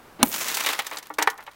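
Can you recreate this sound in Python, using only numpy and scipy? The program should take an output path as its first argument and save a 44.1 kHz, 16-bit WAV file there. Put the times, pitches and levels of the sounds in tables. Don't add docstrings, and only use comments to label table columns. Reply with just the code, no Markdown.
import sys
import numpy as np
from scipy import signal
from scipy.fft import rfft, irfft, next_fast_len
from scipy.io import wavfile
from scipy.ndimage import uniform_filter1d

SR = 44100
rng = np.random.default_rng(int(sys.argv[2]) if len(sys.argv) > 2 else 0)


def transcribe(signal):
    frames = np.atleast_2d(signal).T
    limited = np.clip(frames, -1, 1)
    pcm = np.round(limited * 32767).astype(np.int16)
    wavfile.write(sys.argv[1], SR, pcm)


N = 68355

# t/s, crack level/dB, thump level/dB, crack t60/s
PUNCH = [(0.2292, -4.5, -18, 0.015), (0.2294, -2, -19, 0.016), (0.2341, -14, -22, 0.0088)]
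# f/Hz, level/dB
EDGE = [(1500, -17.5), (3500, -3), (6500, -1.5), (10000, -6.5), (15500, -5.5)]
# f/Hz, level/dB
BODY = [(100, -42), (250, -15), (800, -3), (2000, -0.5), (3700, -1.5), (10000, -42)]
# f/Hz, level/dB, t60/s
DOOR = [(450, -3, 0.06), (808, 0, 0.078), (920.4, 4.5, 0.061), (1159, 3, 0.049), (1330, 0.5, 0.07),
        (1450, -5.5, 0.11), (1774, 1, 0.065), (1916, -3, 0.1), (2182, -4, 0.095)]
SNAP_T60_S, TOP_HZ = 0.046, 15700


def punch(press_s=0.19):
    # f/Hz, level/dB
    crack = [(200, -12), (1100, 1.5), (2000, -3.5), (4000, -6.5), (9500, -6), (16000, -11)]
    thump = [(120, -18), (225, 12), (500, -5), (850, 1), (1500, -10.5), (4000, -36)]
    flex = [(60, -24), (160, -10), (280, -3.5), (420, -11), (4000, -30.5), (6500, -54)]
    # f/Hz, level/dB, t60/s
    pane_modes = [(227, -16.5, 0.078), (283, -27, 0.21), (810, -12, 0.046), (963, -17, 0.046),
                  (2240, -10.5, 0.025), (4160, -4.5, 0.015), (7110, -10, 0.016), (9480, -5, 0.014)]
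    fire_s = PUNCH[0][0]
    force = curve([(press_s, 0), (fire_s, 1)])
    contact = curve([(press_s, 0), (press_s + 0.0032, 1), (fire_s, 1), (PUNCH[-1][0], 0)])
    out = noise(flex) * amp(-37 + 10.5 * force) * contact
    for s, crack_db, thump_db, t60 in PUNCH:
        add(out, s, amp(crack_db) * burst(crack, rise=0.0001, t60=t60))
        add(out, s, amp(thump_db) * burst(thump, rise=0.00034, t60=0.056))
    add(out, fire_s, amp(-28) * burst(flex, rise=0, t60=0.32))
    add(out, fire_s, ring(pane_modes, rise=0.00066))
    return out


def crazing(dense_per_s=2600, sparse_per_s=100, spread_db=6.5, clump_db=1.8, ring_s=0.0059, ring_db=4):
    # t/s, level/dB
    envelope = [(.228, -88), (.24, -39.5), (.312, -38.5), (.33, -31.5), (.51, -30.5), (.7, -28),
                (.77, -35.5), (.85, -42), (.95, -41), (1.05, -52.5), (1.17, -58), (1.26, -43.5),
                (1.38, -56)]
    # f/Hz, level/dB
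    fine = [(60, -27), (200, -5.5), (1000, -4.5), (2200, -2), (4500, -7), (6500, -2.5), (9500, -10.5)]
    coarse = [(100, -50), (280, -7), (650, -6.5), (1000, 0), (2000, -3), (4000, -7), (8000, -15)]
    level = amp(curve(envelope))
    rate = sparse_per_s + dense_per_s * level / level.max()
    sizes = amp(spread_db * np.minimum(rng.exponential(size=N), np.pi)) * rng.choice([-1, 1], N)
    impulses = unit((rng.random(N) < rate / SR) * sizes / np.sqrt(rate))
    ringing = unit(np.sqrt(decay(impulses ** 2, ring_s)) * rng.standard_normal(N))
    clumps = amp(clump_db * unit(uniform_filter1d(rng.standard_normal(N), size=260)))
    cracks = unit(impulses + amp(ring_db) * ringing) * level * clumps
    late = curve([(0.37, 0), (0.8, 1)])
    mix = (1 - late) * unit(coloured(cracks, fine)) + late * unit(coloured(cracks, coarse))
    return unit(mix) * np.sqrt(np.mean(level ** 2))


def snaps(tick_t60_s=0.0033):
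    # t/s, edge level/dB, body level/dB
    fractures = [(0.327, -28, -36), (.341, -23, -27.5), (.361, -31, -47), (.483, -20.5, -24.5),
                 (.4912, -27, -28), (0.5434, -21.5, -33), (0.549, -20, -39), (0.5703, -20.5, -22),
                 (0.605, -23.5, -22.5), (.646, -36, -23), (0.6621, -19.5, -19), (0.668, -26.5, -18.5),
                 (.688, -22.5, -18.5), (.699, -28, -23), (0.7319, -25, -21.5), (0.7906, -22.5, -17),
                 (.797, -36, -24), (0.867, -26, -33), (0.9842, -30, -35.5), (1.0275, -40, -45),
                 (1.139, -38.5, -51), (1.301, -29, -39), (1.377, -43.5, -49.5), (1.4652, -48.5, -38)]
    # t/s, level/dB
    ticks = [(0.9128, -29), (.962, -36), (1.070, -34)]
    out = np.zeros(N)
    for s, edge_db, body_db in fractures:
        edge = burst(EDGE, rise=0.00029, t60=SNAP_T60_S)
        tick = amp(2) * burst(EDGE, rise=0, t60=tick_t60_s)
        body = burst(BODY, rise=0.0013, t60=1.17 * SNAP_T60_S)
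        door = amp(-16) * ring(DOOR, rise=0)
        add(out, s, amp(edge_db) * (edge + tick) + amp(body_db) * (body + door))
    for s, db in ticks:
        add(out, s, amp(db) * burst(EDGE, rise=0, t60=2 * tick_t60_s))
    return out


def loose_pieces():
    # t/s, knock level/dB,
    # clink level/dB, thud level/dB, rise/s, t60/s, cutoff f/Hz
    contacts = [(0.9124, -28, -48, -45, 0.0014, 0.25, 6000), (0.97, -33.5, -19, -47, .0012, 0.066, 7500),
                (1.101, -20.5, -38, -41.5, 0.0027, 0.047, 1270),
                (1.184, -12.5, -19, -24.5, 0.0026, 0.089, 15500),
                (1.214, -12.5, -25, -35.5, 0.0076, 0.086, 7960),
                (1.2239, -21.5, -13.5, -38, 0.00063, 0.08, 14500),
                (1.273, -8.5, -25, -43.5, 0.00066, 0.048, 15500),
                (1.381, -27.5, -54, -56, 0.014, 0.13, 2600), (1.476, -30, -48, -59.5, 0.002, 0.062, 3320)]
    # f/Hz, level/dB
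    hollow = [(150, -37), (400, -10.5), (870, -0.5), (2100, -4.5), (3000, -13.5), (4200, -18.5),
              (7000, -33)]
    # f/Hz, level/dB, t60/s
    skin_mode = [(306.3, -0.5, 0.18)]
    out = np.zeros(N)
    for s, knock_db, clink_db, thud_db, rise, t60, cutoff_hz in contacts:
        knock = amp(-3) * burst(hollow, rise, t60) + amp(-11) * ring(DOOR, rise)
        contact = burst(BODY, rise, t60=0.0073)
        clink = amp(clink_db) * burst(EDGE, rise, 0.47 * t60)
        thud = amp(thud_db) * ring(skin_mode, rise=0.0082)
        lowpass = signal.butter(2, min(cutoff_hz, TOP_HZ), fs=SR, output="sos")
        add(out, s, signal.sosfilt(lowpass, amp(knock_db) * (knock + contact) + clink + thud))
    return out


def splinters(first_per_s=1200, thin_s=0.17, fade_db_per_s=16, scatter_db=4.5, ring_s=0.00097):
    # f/Hz, level/dB
    fizz = [(3000, -51), (7000, -8), (13000, 1.5)]
    age = np.arange(N) / SR - PUNCH[0][0]
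    rate = (10 + first_per_s * np.exp(-np.abs(age) / thin_s)) * (age > 0)
    splits = rng.random(N) < rate / SR
    sizes = amp(-25 - fade_db_per_s * age + scatter_db * rng.standard_normal(N))
    crowding = np.sqrt(1 + rate * SNAP_T60_S)
    energy = decay(splits * sizes ** 2 / crowding, ring_s)
    return np.sqrt(energy) * noise(fizz)


def cabin(x):
    # f/Hz, t60/s
    reverb_times = [(1200, 0.31), (5000, 0.1), (14000, 0.03)]
    hz, t, spectra = signal.stft(rng.standard_normal(SR // 2), SR, nperseg=256)
    fade = amp(-60 * t / along(reverb_times, hz)[:, None])
    tail = signal.istft(spectra * fade, SR, nperseg=256)[1]
    return signal.fftconvolve(x, tail / np.sqrt(np.sum(tail ** 2)))[:N]


def outdoor_air():
    # f/Hz, level/dB
    spectrum = [(80, -5.5), (1100, -6), (3000, -19), (8000, -26.5)]
    # t/s, level/dB
    envelope = [(.2, -50), (.5, -58)]
    return amp(curve(envelope)) * noise(spectrum)


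def amp(db):
    return 10 ** (np.asarray(db) / 20)


def unit(x):
    return x / np.sqrt(np.mean(x ** 2) + 1e-20)


def along(points, hz):
    f, v = np.transpose(points)
    return np.interp(np.log(hz + 1), np.log(f + 1), v)


def curve(rows):
    return np.interp(np.arange(N) / SR, *np.transpose(rows))


def decay(power, tau_s):
    return signal.lfilter([1], [1, -np.exp(-1 / (tau_s * SR))], power)


def coloured(x, spectrum):
    m = 2 * next_fast_len(N)
    gain = amp(along(spectrum, np.fft.rfftfreq(m, 1 / SR)))
    cepstrum = irfft(np.log(gain + 1e-6), m)
    cepstrum[1:m // 2] *= 2
    cepstrum[m // 2 + 1:] = 0
    return irfft(rfft(x, m) * np.exp(rfft(cepstrum)), m)[:N]


def noise(spectrum, size=N):
    gain = amp(along(spectrum, np.fft.rfftfreq(size, 1 / SR)))
    return unit(irfft(gain * np.exp(2j * np.pi * rng.random(len(gain))), size))


def burst(spectrum, rise, t60, size=8192):
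    t = np.arange(size) / SR
    shape = (1 - np.exp(-t / max(rise, 1e-5))) * amp(-60 * t / max(t60, 1e-3))
    x = noise(spectrum, size) * shape
    return x * np.sqrt(np.sum(shape ** 2) / np.sum(x ** 2))


def ring(modes, rise, scatter_db=2, size=8192):
    t = np.arange(size) / SR
    hz, db, t60 = np.transpose(modes)[:, :, None]
    level = db + scatter_db * rng.standard_normal(hz.shape)
    sines = np.sin(2 * np.pi * (hz * t + rng.random(hz.shape)))
    onset = 1 - np.exp(-t / max(rise, 1e-5))
    return (amp(level - 60 * t / t60) * sines).sum(0) * onset


def add(track, s, x):
    i = int(round(s * SR))
    track[i:i + len(x)] += x[:N - i]


def scene():
    blow = punch()
    highpass = signal.butter(4, 170, "high", fs=SR, output="sos")
    debris = signal.sosfilt(highpass, snaps() + loose_pieces())
    reverb = cabin(amp(-37) * blow + amp(-20) * debris)
    return (blow + debris + crazing() + splinters() + reverb + outdoor_air())[None]


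def record(dry, rolloff_hz=1100):
    saturated = dry / (1 + np.abs(dry) ** 6) ** (1 / 6)
    m = next_fast_len(N + SR // 2)
    beyond = np.clip((np.fft.rfftfreq(m, 1 / SR) - TOP_HZ) / rolloff_hz, 0, 1)
    return irfft(rfft(saturated, m) * np.cos(beyond * np.pi / 2) ** 4, m)[..., :N]


dry = scene()
out = record(dry)
transcribe(out)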